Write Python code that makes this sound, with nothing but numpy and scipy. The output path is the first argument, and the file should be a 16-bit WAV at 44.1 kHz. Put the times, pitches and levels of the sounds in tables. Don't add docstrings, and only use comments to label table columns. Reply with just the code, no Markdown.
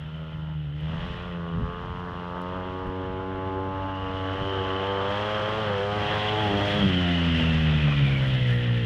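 import sys
import numpy as np
from scipy import signal
from scipy.fft import rfft, irfft, next_fast_len
from scipy.io import wavfile
from scipy.ndimage import uniform_filter1d, map_coordinates

SR = 44100
rng = np.random.default_rng(int(sys.argv[2]) if len(sys.argv) > 2 else 0)


def level_to_linear(level):
    exponent = np.asarray(level, float) / 20
    return 10 ** exponent


def file_out(sig):
    cols = np.atleast_2d(sig).T
    lim = np.clip(cols, -1, 1)
    pcm = np.round(lim * 32767).astype(np.int16)
    wavfile.write(sys.argv[1], SR, pcm)


N = 390285


def rms_one(x):
    return x / np.sqrt(np.mean(x ** 2) + 1e-20)


def in_time(rows):
    s, *columns = np.transpose(rows)
    return [np.interp(np.arange(N) / SR, s, column) for column in columns]


def bumps(rows):
    t = np.arange(N) / SR
    return sum(np.interp(t, [s - half, s, s + half], [0, height, 0]) for s, height, half in rows)


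def drift(rate, size=1):
    r = np.exp(-80 * np.pi * rate / SR)
    slow = signal.lfilter([1], [1, -2 * r, r * r], rng.standard_normal(N // 40 + 2002))[2000:]
    return np.interp(np.arange(0, N, size) / 40, np.arange(len(slow)), rms_one(slow))


def band_pass(x, low_hz, high_hz):
    return signal.sosfilt(signal.butter(2, [low_hz, high_hz], "band", fs=SR, output="sos"), x)


def coloured(x, spectrum):
    hz, db = np.transpose(spectrum)
    size = next_fast_len(N)
    f = np.maximum(np.fft.rfftfreq(size, 1 / SR), 1)
    octaves_outside = np.maximum(np.log2(hz[0] / f), 0) + np.maximum(np.log2(f / hz[-1]), 0)
    gain = level_to_linear(np.interp(np.log(f), np.log(hz), db) - 45 * octaves_outside)
    return rms_one(irfft(rfft(x, size) * gain, size)[:N])


def patchy(spectrum, patchy_db, rate, count):
    lowest, highest = spectrum[0][0] / 1.3, min(spectrum[-1][0] * 1.3, 19000)
    edges = np.geomspace(lowest, highest, count + 1)
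    white = rng.standard_normal((2, N))
    together = drift(rate / 3)
    out = 0
    for k, (low, high) in enumerate(zip(edges, edges[1:])):
        band = band_pass(white[k % 2], low, high)
        out = out + band * level_to_linear(patchy_db * (0.92 * together + drift(rate)))
    return coloured(out, spectrum)


# start_s, pitch_hz
FIRING_RATE = [(0, 75.3), (.17, 78.9), (.53, 77.76), (.7, 72.25), (1.05, 87.2), (2.34, 88.25),
               (2.56, 91.97), (3.35, 94.63), (4.72, 94.6), (5.05, 98.05), (5.27, 105.6), (6.4, 105.3),
               (6.53, 100.9), (6.8, 101.5), (6.93, 90.7), (7.64, 78.7), (8.13, 67.73), (8.85, 57.7)]
# centre_s, change_hz, half_length_s
ENGINE_SURGES = [(.9, -1.76, 0.1475), (1.26, 1.5, .15), (1.53, -3.5, .3), (1.9, 1.14, 0.301),
                 (3.8, 1.07, 0.3023), (4.49, 2.5, .19), (4.88, 2, 0.1076), (5.4, -0.61, 0.081),
                 (5.59, 3.5, 0.1286), (5.79, -6.5, .18), (6.02, -1.65, 0.1582), (6.41, 1.92, .1),
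                 (6.78, 1.5, 0.055), (7.3, -0.94, .35), (8.52, -1.6, .2)]


def firing():
    hz = in_time(FIRING_RATE)[0] + bumps(ENGINE_SURGES)
    uneven_hz = hz * (1 + .002 * drift(20))
    return hz, 2 * np.pi * np.cumsum(uneven_hz) / SR


# centre_s, pitch_hz, change_db, half_length_s
CROSSING_PATHS = [(.6, 225, -20, .3), (1.17, 260, -12, .2), (3.4, 860, 4.5, .5), (3.81, 952, 12, .25),
                  (1.95, 575, -21, 0.4), (2.381, 573, 8, 0.19), (6.7, 605, 7, 0.12), (3.81, 380, -14, 0.24),
                  (3.87, 460, -14, 0.13), (4.138, 410, -12, 0.11), (4.407, 384, 4, .13),
                  (4.93, 373, -16, 0.044), (5.3, 315, -11, 0.62), (5.58, 314, -16, .09),
                  (5.97, 320, -10.5, 0.088), (5.7, 490, 2.5, 0.26), (5.803, 1120, -18, 0.09),
                  (6.56, 1040, -13, 0.17), (6.66, 800, -15, 0.15), (6.393, 467, -14, 0.11),
                  (7.15, 261, 14.5, 0.5), (7.1, 85, 8, 0.5), (7.101, 460, -6, 0.31), (7.056, 700, 15, 0.19),
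                  (8.0, 790, -10, .25), (8.3, 425, -8.5, 0.34), (8.26, 610, 10.5, 0.13),
                  (8.5, 62.07, -8.5, 0.78), (8.602, 510, 9.5, 0.32)]


def paths(hz, step):
    width_hz = 71
    t, db = np.arange(len(hz)) * step / SR, np.zeros(len(hz))
    for s, centre, change_db, half in CROSSING_PATHS:
        start = max(int((s - 2 * half) * SR / step), 0)
        near = slice(start, int((s + 2 * half) * SR / step))
        time_part = ((t[near] - s) / half) ** 2
        pitch_part = ((hz[near] - centre) / width_hz) ** 2 * 1000 / centre
        db[near] += change_db * np.exp(-time_part - pitch_part)
    return db


# start_s, tail_db, nose_db
EXHAUST_LEVELS = [(0, -37.5, -64), (.5, -32, -57), (.96, -30, -53.5), (1.1, -40.5, -52), (1.56, -32.5, -48),
                  (1.72, -47, -52.5), (2.24, -39, -46.5), (2.8, -42.5, -40), (3.5, -44, -37),
                  (4.3, -48.5, -36), (5.3, -39, -37), (6.3, -45.5, -33.5), (6.56, -32, -31.5),
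                  (6.7, -41, -32.5), (6.84, -23, -36.5), (7.25, -29, -41.5), (7.7, -22.5, -46.5),
                  (8.85, -24.5, -37.5)]


def exhaust(hz, phase):
    tail_db, nose_db = in_time(EXHAUST_LEVELS)
    tail_orders_db, nose_orders_db = [-10, -0.2, -15.5, -25], [-0.1, -12.5, -2, -1.5]
    order_phases = [0, 3.1, 3.1, 4.3]
    out = 0
    for k in range(4):
        order = k + 1
        level = np.hypot(level_to_linear(tail_db + tail_orders_db[k]), level_to_linear(nose_db + nose_orders_db[k]))
        stir_db = paths(order * hz, step=0.96) + 1.85 * drift(16)
        out = out + np.sqrt(2) * level * level_to_linear(stir_db) * np.cos(order * phase + order_phases[k])
    return out


# start_s, level_db, dullness_db, air_box_ring_db, depth_db of the dips beside the ring
INTAKE_BARK = [(0, -50, -10, -9, 20), (.2, -46, -6.5, -10, 20), (.53, -47.5, -18, -1, 25),
               (.57, -55.5, -1, -6, 8), (.75, -57, -1, -9, 7), (.92, -42.5, -6, -3, 13),
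               (1.5, -41, -0.5, -8.5, 14), (1.66, -36.5, -1.5, -8.5, 11), (2.4, -35.5, -9, -4, 16),
               (3.1, -40, 4, 2.5, 20), (3.4, -39, 3.5, 8.5, 20), (3.8, -36.5, -1.6, 3.5, 16.5),
               (5.1, -31, 3, -3, 11.5), (5.9, -31, 2.5, -5.5, 3), (6.4, -36.5, 5, 5, -2),
               (6.75, -33.5, 7.5, -4, -2), (6.9, -39, 0.5, -5, 12), (8.85, -51, 7, -8.5, 1)]
BARK_HZ = [487, 568, 800, 1173, 1410, 1890]
BARK_TRIM_DB = [-4, -8, -2, -19, -16, -29.5]
# pitch_hz, width_hz
SIDE_BRANCH_DIPS = [
    (750, 83),
    (955, 13),
]
# start_s, phase_scatter_rad
BARK_SCATTER = [
    (0, .5),
    (1.5, .15),
    (2.4, .15),
    (3.0, .8),
    (3.9, .8),
    (4.3, .35),
    (4.7, .5),
    (5.2, 1.6),
    (6.8, 1.8),
    (8.85, 2.4),
]


def intake(hz, phase):
    level_db, dull_db, ring_db, dip_db = [curve[::5] for curve in in_time(INTAKE_BARK)]
    opens_s, shuts_s, move_s = 1.0, 6.85, .2
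    part_hz, wide_hz = 1370, 1156
    throttle = [(opens_s - move_s, part_hz), (opens_s, wide_hz), (shuts_s - move_s, wide_hz), (shuts_s, part_hz)]
    snorkel_hz = in_time(throttle)[0][::5]
    scatter = in_time(BARK_SCATTER)[0][::5]
    tops = np.array([level_db + dull_db, level_db + 0.24 * dull_db, level_db + ring_db,
                     level_db, level_db + 0.25 * dull_db, level_db + .9 * dull_db])
    tops = tops + np.array(BARK_TRIM_DB)[:, None]
    steps, out = np.arange(len(level_db)), 0
    for order in range(5, 24):
        f = order * hz[::5]
        place = np.interp(f, BARK_HZ, np.arange(6))
        db = map_coordinates(tops, [place, steps], order=1, mode="nearest") + paths(f, step=5)
        for centre, width in SIDE_BRANCH_DIPS:
            db = db - dip_db * np.exp(-((f - centre) / width) ** 2)
        db = db + 8.5 * np.exp(-((f - snorkel_hz) / 124) ** 2)
        db = db + (1.5 + .35 * scatter) * drift(3.4, size=5)
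        lead = np.pi * 0.002 * ((order - 13) * 92) ** 2 / 1000
        lead = lead + scatter * rng.standard_normal()
        out = out + np.sqrt(2) * level_to_linear(db) * np.cos(order * phase[::5] + lead + .2 * drift(8, size=5))
    return signal.resample_poly(out, 5, 1)[:N]


# start_s, level_db
GEAR_LEVEL = [(0, -51.5), (.69, -55), (.8, -49), (1.0, -44.5), (1.18, -44.5), (1.4, -51.5), (2.5, -50.5),
              (3.7, -52), (4.41, -43), (5.0, -42.5), (5.15, -38.5), (5.9, -38), (6.11, -34), (7.3, -33.5),
              (8.35, -35.5), (8.5, -40), (8.85, -41)]
# centre_s, roar_db, hiss_and_spray_db
RUT_JOLTS = [
    (5.702, 5, -2),
    (5.89, -7, -0.7),
    (6.11, 3, -0.3),
    (6.709, -3, 3),
    (7.401, 2, 3),
    (7.54, 0.5, 0.5),
    (8.5, 2, 6.5),
    (8.632, .1, 4),
    (8.778, -2, 4),
]


def gear_levels():
    gear_db, bark_db = in_time(GEAR_LEVEL)[0], in_time(INTAKE_BARK)[0]
    jolt_s = 0.083
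    roar_db = 2 + 0.54 * gear_db + .55 * bark_db + bumps([(s, db, jolt_s) for s, db, _ in RUT_JOLTS])
    hiss_db = gear_db + bumps([(s, db, jolt_s) for s, _, db in RUT_JOLTS])
    spray_db = -12 + hiss_db + 0.27 * bark_db
    return roar_db, hiss_db, spray_db


# pitch_hz, level_db per Hz
ROAR_SPECTRUM = [(150, -18), (300, -2), (600, 3), (900, 0), (1300, 0), (1700, -1.5)]


def tyre_roar(roar_db, throb):
    return level_to_linear(roar_db) * throb * patchy(ROAR_SPECTRUM, patchy_db=2.0, rate=30, count=7)


# pitch_hz, level_db per Hz
HISS_SPECTRUM = [(1500, -6.5), (1700, -3.5), (1950, 1.5), (2250, -7), (2600, -2), (3000, 2), (3350, -1.5),
                 (3700, -10.5), (4300, -23.5)]


def belt_hiss(hiss_db, throb):
    return level_to_linear(hiss_db) * throb * patchy(HISS_SPECTRUM, patchy_db=1.0, rate=11, count=6)


# pitch_hz, level_db per Hz
SPRAY_SPECTRUM = [(4000, 2.1), (4600, -4.1), (5300, -5), (6300, -12.5), (8000, -21), (10000, -25.5),
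                  (12500, -30.5), (15000, -40.5)]


def gravel_spray(spray_db):
    sizes = level_to_linear(1.6 * np.minimum(rng.exponential(1, N), 5)) * rng.choice([-1, 1], N)
    grit = sizes * (rng.random(N) < 6000 * level_to_linear(1.2 * drift(30)) / SR)
    return level_to_linear(spray_db + 5) * coloured(grit, SPRAY_SPECTRUM)


# start_s, level_db
TOOTH_LEVEL = [
    (2.4, -95),
    (2.8, -63),
    (3.4, -61),
    (4.1, -62),
    (4.4, -95),
]


def gear_tooth(phase):
    return level_to_linear(in_time(TOOTH_LEVEL)[0]) * np.cos(24 * phase)


def running_gear(phase):
    roar_db, hiss_db, spray_db = gear_levels()
    throb = 1 + 0.15 * np.cos(phase + 0.93)
    return tyre_roar(roar_db, throb) + belt_hiss(hiss_db, throb) + gravel_spray(spray_db) + gear_tooth(phase)


# start_s, pitch_hz, level_db
BELT_HOWL = [(0, 3040, -56.5), (1.1, 3010, -63), (3.5, 2805, -64), (3.9, 2850, -50.5), (4.4, 3050, -44.5),
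             (4.8, 3050, -43.5), (5.2, 3200, -41.5), (5.7, 3100, -51), (6.2, 3250, -42), (6.85, 3250, -36),
             (7.05, 2980, -37.5), (7.4, 2850, -38.5), (7.7, 2600, -42), (8.15, 2300, -39), (8.3, 2150, -53),
             (8.55, 1880, -40), (8.85, 1700, -53)]


def howl():
    hz, db = in_time(BELT_HOWL)
    narrow = signal.sosfilt(signal.butter(2, 110, fs=SR, output="sos"), rng.standard_normal((2, N)))
    turn = 2 * np.pi * np.cumsum(hz) / SR
    return level_to_linear(db + 2.13 * drift(25)) * rms_one(narrow[0] * np.cos(turn) + narrow[1] * np.sin(turn))


# start_s, peak_db
STONE_HITS = [
    (0.808, -51),
    (2.4163, -40.5),
    (2.87, -50),
    (7.388, -43.5),
    (8.4714, -45),
]


def stones():
    clicks = np.zeros(N)
    for s, db in STONE_HITS:
        clicks[round(s * SR) + 30] = level_to_linear(db + 6)
    return band_pass(clicks, 2800, 13000)


# centre_s, level_db
GRIT_THROWS = [
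    (6.45, -70),
    (6.75, -71),
    (7.5, -75),
    (8.12, -70.5),
    (8.3, -69),
    (8.52, -69),
    (8.78, -73.5),
]


def throws():
    t, shower = np.arange(N) / SR, np.zeros(N)
    for s, db in GRIT_THROWS:
        near = slice(max(round((s - .2) * SR), 0), round((s + .2) * SR))
        shower[near] += level_to_linear(db) * np.exp(-((t[near] - s) / .11) ** 2)
    grit = rng.standard_normal(N) * level_to_linear(3.5 * drift(70))
    return shower * rms_one(band_pass(grit, 5500, 12500))


# centre_s, peak_db, rise_and_fall_s
WIND_GUSTS = [(.05, -50.5, 0.027), (.37, -47, 0.033), (0.469, -58, .03), (1.001, -38.5, .12),
              (1.11, -42.5, 0.027), (1.25, -49.5, 0.11), (1.618, -27.5, .04), (1.9, -38, .1),
              (2.14, -45, .04), (2.34, -48, 0.044), (2.56, -48, .05), (2.71, -51, 0.053),
              (2.881, -38, 0.029), (3.1, -44, .1), (3.4, -51.5, 0.11), (3.72, -49.5, .1),
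              (4.1, -48.5, 0.082), (4.419, -38, 0.021), (4.601, -48.5, 0.14), (5.1, -48.5, 0.062),
              (5.4, -49.5, 0.046), (5.55, -50, .04), (5.699, -44, 0.22), (6.04, -41.5, 0.077),
              (6.139, -48, 0.1), (6.519, -36, 0.22), (6.85, -28.5, .08), (7.438, -38, 0.094),
              (7.599, -44.5, 0.3), (8.3, -41.5, .4)]
# pitch_hz, level_db per Hz
WIND_SPECTRUM = [(20, -21), (35, -6), (60, 2), (100, -1), (150, -1), (230, -10.5), (350, -31), (500, -38.5)]
# start_s, level_db
WIND_DEPTH_DB = [
    (0, 4.5),
    (2, -2),
    (4, 6.5),
    (5.3, -2),
    (5.7, -9.5),
    (6.9, -14.5),
    (7.2, -2),
    (8.85, 3),
]
# centre_s, change_db, half_length_s
WIND_LULLS = [
    (2.97, -20, .07),
    (7.17, -14, .12),
]


def wind():
    t = np.arange(0, N, 40) / SR
    gusts = level_to_linear(-55.5)
    for s, db, fall in WIND_GUSTS:
        gusts = gusts + level_to_linear(db) * np.exp(-np.abs(t - s) / fall)
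    gusts = np.interp(np.arange(N) / SR, t, gusts) * level_to_linear(bumps(WIND_LULLS))
    air = patchy(WIND_SPECTRUM, patchy_db=0.0, rate=15, count=3)
    swell = uniform_filter1d(uniform_filter1d(air ** 2, size=1500), size=1500)
    air = air / np.sqrt(swell + 0.029)
    deep = signal.sosfiltfilt(signal.butter(2, 80, fs=SR, output="sos"), air)
    depth_db = in_time(WIND_DEPTH_DB)[0]
    return level_to_linear(5) * gusts * (air + (level_to_linear(depth_db) - 1) * deep)


def noise_floor():
    return level_to_linear(-81) * rng.standard_normal(N)


def scene():
    hz, phase = firing()
    engine = -exhaust(hz, phase) - intake(hz, phase)
    buggy = engine + running_gear(phase) + howl() + stones() + throws()
    return (buggy + wind() + noise_floor())[None]


def low_pass(x):
    return signal.sosfilt(signal.butter(12, 15290, fs=SR, output="sos"), x)


def record(dry):
    return low_pass(dry)


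dry = scene()
out = record(dry)
file_out(out)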